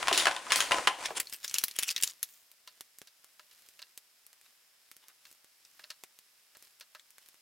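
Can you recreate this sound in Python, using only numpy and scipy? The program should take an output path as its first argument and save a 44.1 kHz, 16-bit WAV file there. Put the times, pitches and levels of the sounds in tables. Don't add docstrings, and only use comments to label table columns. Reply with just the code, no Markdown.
import sys
import numpy as np
from scipy import signal
from scipy.fft import rfft, irfft
from scipy.io import wavfile

SR = 44100
rng = np.random.default_rng(int(sys.argv[2]) if len(sys.argv) > 2 else 0)


def int16_out(signal):
    q = np.round(np.clip(np.atleast_2d(signal).T, -1, 1) * 32767)
    wavfile.write(sys.argv[1], SR, q.astype(np.int16))


N = 326781

# f/Hz, width/Hz, peak over the rest/dB
PACKET_MODES = [(303, 36, 7), (550, 60, 4), (702, 40, 4.5), (1015.6, 38, 9.5), (1480, 34, 5.5),
                (2650, 45, 0)]
# f/Hz, level/dB
OPENING_CRACKLE = [(30, -1), (200, -6.5), (330, -2.5), (1000, 0), (3000, 1), (8000, -3), (10500, -2),
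                   (11500, -12.5), (16000, -14.5)]
# f/Hz, level/dB
SLACK_FILM = [(30, -2), (300, 1.7), (900, -2.2), (2000, 1), (4000, -4), (9000, -0.8), (16000, -0.4)]
SHORT, LONG = 16384, 32768
OPEN_S = 1.2


def undb(db):
    return 10 ** (np.asarray(db) / 20)


def unit(x, size=None):
    return x / np.sqrt(np.mean(x[..., :size] ** 2))


def axis_hz(size):
    return np.arange(size // 2 + 1) * SR / size


def colour(points, size):
    hz, db = np.transpose(points)
    level_db = np.interp(np.log(axis_hz(size) + 1), np.log(hz), db)
    cepstrum = irfft(np.log(undb(level_db)), size)
    cepstrum[1:size // 2] *= 2
    cepstrum[size // 2 + 1:] = 0
    return np.exp(rfft(cepstrum))


def resonance(hz, q, size):
    s = 1j * axis_hz(size) / hz
    return s / (s + q * (1 + s * s))


def body(modes, size):
    return 1 + sum((undb(db) - 1) * resonance(hz, hz / width, size) for hz, width, db in modes)


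def facets(hz, peak_db, count):
    centres_hz = np.clip(hz * 2 ** rng.uniform(-1.3, 1.3, count), 250, SR / 3)
    return body([(f, f / 22, peak_db) for f in centres_hz], SHORT)


def shape(x, response):
    return irfft(rfft(x) * response, x.shape[-1])


def stereo_noise(side_db, size):
    mid, side = rng.standard_normal((2, size))
    side = signal.lfilter(*signal.butter(1, 900, "high", fs=SR), side)
    return unit(mid + undb(side_db) * side * np.array([[1], [-1]]))


def grit(spread_db, size, count=N):
    steps = np.minimum(rng.exponential(size=count // size + 1), 5)
    return unit(np.repeat(undb(spread_db * steps), size)[:count])


def pan(x, left_db):
    return x * undb(np.array([[left_db], [-left_db]]) / 2)


def add(out, s, sound):
    start = max(int(s * SR), 0)
    out[:, start:start + sound.shape[1]] += sound[:, :N - start]


def pressure(strokes):
    t = np.arange(N) / SR
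    swells = [undb(db) * np.exp(-np.abs(t - s) / length) for s, length, db in strokes]
    return np.max(swells, axis=0)


def rub(press, response, spread_db, side_db):
    slips = stereo_noise(side_db, N) * grit(spread_db, size=24)
    return unit(shape(slips, response)) * press


def snaps(rows, material, modes, crack_s, thump_hz, facet_db, low_ratio, low_db, low_t60, grain_db, side_db):
    thump_side_db = -8.5
    out, t = np.zeros((2, N)), np.arange(SHORT) / SR
    tone, ring = colour(material, SHORT), body(modes, SHORT)
    shove = 1 / (1 + 1j * axis_hz(SHORT) / thump_hz)
    build = 1 - np.exp(-t / .0015)
    for s, db, hz, q, thump_db, tail_db, t60 in rows:
        panel = resonance(hz, max(q, .2), SHORT) * facets(hz, facet_db, count=8)
        ears = 1 + undb(thump_side_db) * rng.standard_normal() * np.array([[1], [-1]])
        thump = undb(thump_db) * shove * ears
        slip = rfft(stereo_noise(side_db - 5.0, SHORT) * np.exp(-t / crack_s))
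        slip = slip / np.sqrt(np.abs(slip).mean(axis=0) + 1e-9)
        slip = slip / np.abs(slip).mean()
        crack = unit(irfft(tone * (panel * slip + thump)), size=132)
        settling = stereo_noise(side_db, SHORT) * grit(grain_db, size=20, count=SHORT)
        tail = unit(shape(settling, tone * ring * (panel + thump / 2)))
        tail = tail * undb(tail_db - 60 * t / t60)
        low = unit(shape(settling[:, ::-1], ring * resonance(hz * low_ratio, 2.5, SHORT) ** 2))
        low = low * undb(low_db + tail_db - 60 * t / low_t60)
        blow = undb(db) * (crack + build * (tail + low))
        add(out, s, blow[:, :SHORT * 7 // 8])
    return out


def hiss(side_db):
    # f/Hz, level/dB
    hiss_colour = [(18, -41), (30, -10), (48, -22), (98, -18.5), (526, -9), (600, -5.5), (780, -7),
                   (1910, -2.5), (4500, -3.5), (5200, 1.1), (6100, -5.5), (8080, -4.5), (13300, -6.5),
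                   (16000, -10.5)]
    return undb(-66) * unit(shape(stereo_noise(side_db, N), colour(hiss_colour, N)))


def fingers():
    finger_strokes = [(1.25, 0.23, -54.5), (1.58, 0.19, -50), (2.04, 0.076, -50), (2.27, 0.18, -61),
                      (2.78, 0.22, -67), (3.62, 0.38, -63), (4.47, 0.083, -64), (5.29, 0.066, -60.5),
                      (5.8, 0.26, -64), (6.38, 0.12, -68.5), (6.64, .11, -62), (7.26, 0.15, -65.5)]
    # f/Hz, level/dB
    rustle_colour = [(30, -10.5), (400, -5.5), (1000, -3.5), (1900, 1), (5000, 2), (8000, -1.5),
                     (13000, 0.5), (16000, -8)]
    touch_db = -73
    press = np.maximum(pressure(finger_strokes), undb(touch_db))
    return rub(press, colour(rustle_colour, N), spread_db=3.5, side_db=-7.5)


def taps():
    # t/s, level/dB, f/Hz
    tap_events = [(2.6751, -44, 3010), (3.0726, -52, 4200), (3.3949, -51.5, 2010), (3.5127, -56.5, 3030),
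                  (3.792, -49, 2600), (3.8187, -47, 2800), (5.2528, -52, 2670), (5.794, -51, 1550),
                  (5.8384, -53, 2140), (5.903, -41.5, 3200), (6.55, -55.5, 2090), (6.8087, -46.5, 3000),
                  (6.9494, -46.5, 1780)]
    # f/Hz, width/Hz, peak over the rest/dB
    part_modes = [(607.6, 8.6, 30.7), (1020, 25, 25), (1316, 72, 21), (1643, 230, 21), (2760, 190, 16),
                  (3670, 55, 1), (4180, 930, 16), (5000, 64, 0.71)]
    # f/Hz, level/dB
    part_colour = [(30, -9), (300, 3), (600, 1), (1500, -2), (5000, 3.5), (9000, 2), (16000, 4)]
    q, thump_db, tail_db, t60_s = 1.02, -31, 2, 0.076
    knocks = [(s, db, hz, q, thump_db, tail_db, t60_s) for s, db, hz in tap_events]
    return snaps(knocks, part_colour, part_modes, crack_s=0.0035, thump_hz=500, facet_db=0.5,
                 low_ratio=0.357, low_db=-20, low_t60=0.12, grain_db=4.0, side_db=-15.5)


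def ticks():
    # t/s, level/dB, f/Hz, thump/dB
    tick_events = [(2.5159, -51, 6540, -20), (2.8088, -39, 5040, -5.5), (2.986, -44.5, 9500, -7),
                   (3.0168, -45, 2500, 8.5), (3.2443, -51, 4100, -9), (3.688, -50.5, 5750, -3),
                   (3.9763, -39.5, 6810, -14), (4.2656, -49, 8000, -12), (4.3305, -53, 3200, -12),
                   (4.4134, -56.5, 4750, -8), (4.9148, -45.5, 4500, -8), (4.9666, -50, 6100, -0.5),
                   (5.0838, -48.5, 7400, -13), (5.314, -52, 5460, -3), (5.3272, -54, 8200, -8),
                   (5.4451, -55.5, 3220, 2), (6.0369, -41.5, 2450, -6), (6.1891, -50, 5700, -5),
                   (6.57, -51, 9500, 3), (6.625, -49.5, 7660, -6), (6.7992, -53, 8000, -10),
                   (7.1056, -53, 9400, -17.5), (7.1826, -49.5, 3200, -8), (7.261, -56, 4400, -4),
                   (7.2872, -50.5, 7700, -8), (7.344, -58, 3340, -1)]
    # f/Hz, level/dB
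    tool_colour = [(30, -3.5), (130, -1.5), (380, 5.5), (900, 2), (2000, 2.5), (4300, -0.5), (9000, 2.5),
                   (13000, 4), (16000, -1)]
    q, tail_db, t60_s = 0.34, -4, 0.049
    contacts = [(s, db, hz, q, thump_db, tail_db, t60_s) for s, db, hz, thump_db in tick_events]
    return snaps(contacts, tool_colour, [], crack_s=0.00052, thump_hz=610, facet_db=2,
                 low_ratio=0.68, low_db=-14, low_t60=0.054, grain_db=0.5, side_db=-12.0)


def fitting():
    return pan(ticks() + taps() + fingers(), left_db=-0.5)


def crackle_swells(q, spread_db, facet_db, side_db):
    swell_events = [(.150, 0.028, -36, 6000), (.200, 0.034, -29.5, 4000), (.580, .02, -42, 7950),
                    (1.010, .03, -66, 1360), (1.059, 0.0086, -27, 3480), (1.172, 0.0075, -27.5, 4280),
                    (1.338, 0.017, -41.5, 5440), (1.447, .009, -33, 3650), (1.556, 0.015, -41, 2960),
                    (1.606, 0.062, -46.5, 5230), (1.764, 0.0034, -36, 4470), (1.809, 0.03, -39, 3480),
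                    (1.882, 0.01, -31, 4340), (1.915, 0.0056, -33, 4000), (1.957, 0.024, -50.5, 3000),
                    (2.043, 0.0046, -29, 6300), (2.077, 0.015, -38.5, 4600), (2.102, .006, -41, 4960),
                    (2.310, 0.093, -59.5, 14600), (4.46, 0.0093, -62.5, 1650), (5.04, .016, -61, 1810),
                    (5.099, 0.015, -60.5, 1720), (5.906, 0.0045, -51.5, 4780), (6.644, .005, -61, 3600)]
    rise_share = .7
    out, t = np.zeros((2, N)), (np.arange(SHORT) - SHORT // 4) / SR
    slips = stereo_noise(side_db, N) * grit(spread_db, size=16)
    taut, slack = colour(OPENING_CRACKLE, SHORT), colour(SLACK_FILM, SHORT)
    for s, fall, db, hz in swell_events:
        start = max(int((s + t[0]) * SR), 0)
        since = start / SR + np.arange(SHORT) / SR - s
        tone = taut if s < OPEN_S else slack
        response = tone * resonance(hz, q, SHORT) * facets(hz, facet_db, count=6)
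        crackle = unit(shape(slips[:, start:start + SHORT], response))
        swell = np.exp(-np.maximum(-since / (rise_share * fall), since / fall))
        add(out, start / SR, undb(db) * crackle * swell)
    return out


def creases(press, centre_hz, octaves, cycles, db, spread_db, count):
    out, t = np.zeros((2, N)), np.arange(SHORT // 16) / SR
    for when, pitch, size, place in rng.random((count, 4)):
        s = when * OPEN_S
        hz = min(centre_hz * 2 ** (octaves * (2 * pitch - 1)), SR / 4)
        ping = np.sin(2 * np.pi * hz * t) * np.exp(-t * hz / cycles)
        gain = press[int(s * SR)] * undb(db + spread_db * size ** 3)
        add(out, s, pan(ping * gain, left_db=6 * (place - 2.0)))
    return out


def rustle():
    tugs = [(.01, 0.14, -39), (.21, 0.15, -35.5), (.59, 0.12, -36.5), (.77, 0.11, -35.5),
            (1.04, 0.062, -40), (1.175, 0.017, -38)]
    # f/Hz, level/dB
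    rustle_colour = [(30, -29), (200, -13.5), (330, -10), (700, -1), (1100, -2.5), (2000, -2), (4000, -7.5),
                     (9000, -9.5), (10800, -16.5), (11600, -25), (16000, -31.5)]
    pull = pressure(tugs)
    response = colour(rustle_colour, N) * body(PACKET_MODES, N)
    rubbing = rub(pull, response, spread_db=2.5, side_db=-8.5)
    return rubbing + creases(pull, centre_hz=2420, octaves=1.7, cycles=3.2, db=-0.5, spread_db=10, count=160)


def boom(x, t60, wet_db, side_db):
    # f/Hz, level/dB
    boom_colour = [(30, -17), (200, -12.5), (400, -4), (1100, -9.5), (2500, -2.5), (5000, -9),
                   (10000, -4.5), (16000, -16.5)]
    response = colour(boom_colour, LONG) * body(PACKET_MODES, LONG)
    decay = unit(shape(stereo_noise(side_db, LONG), response))
    decay = decay * undb(-60 * np.arange(LONG) / SR / t60)
    mono = x.mean(axis=0)[None]
    return undb(wet_db) * signal.fftconvolve(mono, unit(decay) / np.sqrt(LONG), axes=1)[:, :N]


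def crinkles():
    # t/s, level/dB, f/Hz, Q
    crinkle_events = [(1.1995, -27, 4490, 0.74), (1.202, -25, 4400, 0.25), (1.2707, -41, 4250, 9.9),
                      (1.2974, -44.5, 5330, 0.3), (1.3258, -38, 3500, 0.21), (1.3355, -34.5, 8800, 0.41),
                      (1.4791, -34.5, 4900, 3.5), (1.4962, -38, 5150, 4), (1.5114, -39, 4150, 0.9),
                      (1.5418, -23, 5200, 1.2), (1.553, -34, 5130, 1.3), (1.5604, -34, 2970, 6),
                      (1.584, -21.5, 5430, 1.6), (1.6382, -20, 8600, 0.19), (1.6822, -33.5, 4970, 0.47),
                      (1.712, -40, 5200, 3.8), (1.7879, -22.5, 4270, 0.21), (1.7917, -29, 5000, 0.56),
                      (1.8264, -31, 5170, 0.19), (1.8324, -24.5, 5300, 0.72), (1.8899, -26, 4270, 3.7),
                      (1.9037, -29.5, 4670, 2.9), (1.909, -29, 5300, 1.5), (1.9629, -25, 4030, 4.9),
                      (1.979, -32.5, 3900, 2.2), (2.0017, -40.5, 2800, 2.2), (2.012, -39, 7850, 1.4),
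                      (2.0248, -25, 5270, 1.6), (2.035, -18.5, 5530, 1.3), (2.2294, -25, 7020, 0.47),
                      (5.6505, -52, 4800, 1.8), (5.9047, -40.5, 4680, 4), (6.9959, -51, 3780, 6)]
    thump_db, thump_fall_db = -17.5, 16.5
    tail_db, t60_s = -4, 0.056
    folds = [(s, db, hz, q, thump_db - thump_fall_db * np.log10(q), tail_db, t60_s)
             for s, db, hz, q in crinkle_events]
    return snaps(folds, SLACK_FILM, [], crack_s=0.0016, thump_hz=494, facet_db=8,
                 low_ratio=0.55, low_db=-9.5, low_t60=0.062, grain_db=2.0, side_db=-11.5)


def buckles():
    # t/s, level/dB, panel f/Hz, tail/dB
    buckle_events = [(0.0279, -27.5, 1300, -11.5), (0.0726, -25.5, 1430, -9.5), (0.0824, -19, 1780, -6),
                     (0.1125, -25.5, 610, 0), (0.1276, -21.5, 3800, -2.5), (0.1765, -19, 4800, -5),
                     (0.2559, -20, 1270, -9.5), (0.2694, -16.5, 1280, -3), (0.3117, -30, 1445, -7.5),
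                     (0.3642, -30.5, 1790, -8.5), (0.4673, -38.5, 840, -6), (0.505, -28.5, 1840, 0.5),
                     (0.5204, -17, 2910, -4.5), (0.5588, -20.5, 7500, -8), (0.6049, -19.5, 2970, -7),
                     (0.7105, -25, 1030, 0), (0.7187, -19, 1430, -1.5), (0.7436, -28.5, 766, -1.5),
                     (0.7842, -26, 652, -10.5), (0.8726, -16.5, 1350, -2), (1.1054, -37, 702, 3)]
    ref_hz, ref_q, ref_t60_s = 1000, .71, .08
    broadening, lengthening, thump_db = .65, .7, -23
    panels = [(s, db, hz, ref_q * (ref_hz / hz) ** broadening, thump_db, tail_db,
               ref_t60_s * (hz / ref_hz) ** lengthening) for s, db, hz, tail_db in buckle_events]
    return snaps(panels, OPENING_CRACKLE, PACKET_MODES, crack_s=0.0021, thump_hz=500, facet_db=6.5,
                 low_ratio=.62, low_db=-13.0, low_t60=0.31, grain_db=2.5, side_db=-8.5)


def packet():
    cracks = buckles()
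    hollow = boom(cracks, t60=.4, wet_db=-16.5, side_db=-14.5)
    taut = pan(cracks, left_db=1.5) + pan(rustle() + hollow, left_db=2.5)
    fine_crackle = crackle_swells(q=0.46, spread_db=4.0, facet_db=10.0, side_db=-13.5)
    return taut + pan(crinkles() + fine_crackle, left_db=1.45)


def scene():
    return hiss(side_db=-3.0) + fitting() + packet()


def record(dry):
    return signal.sosfilt(signal.ellip(10, .2, 80, 16000, fs=SR, output="sos"), dry)


dry = scene()
out = record(dry)
int16_out(out)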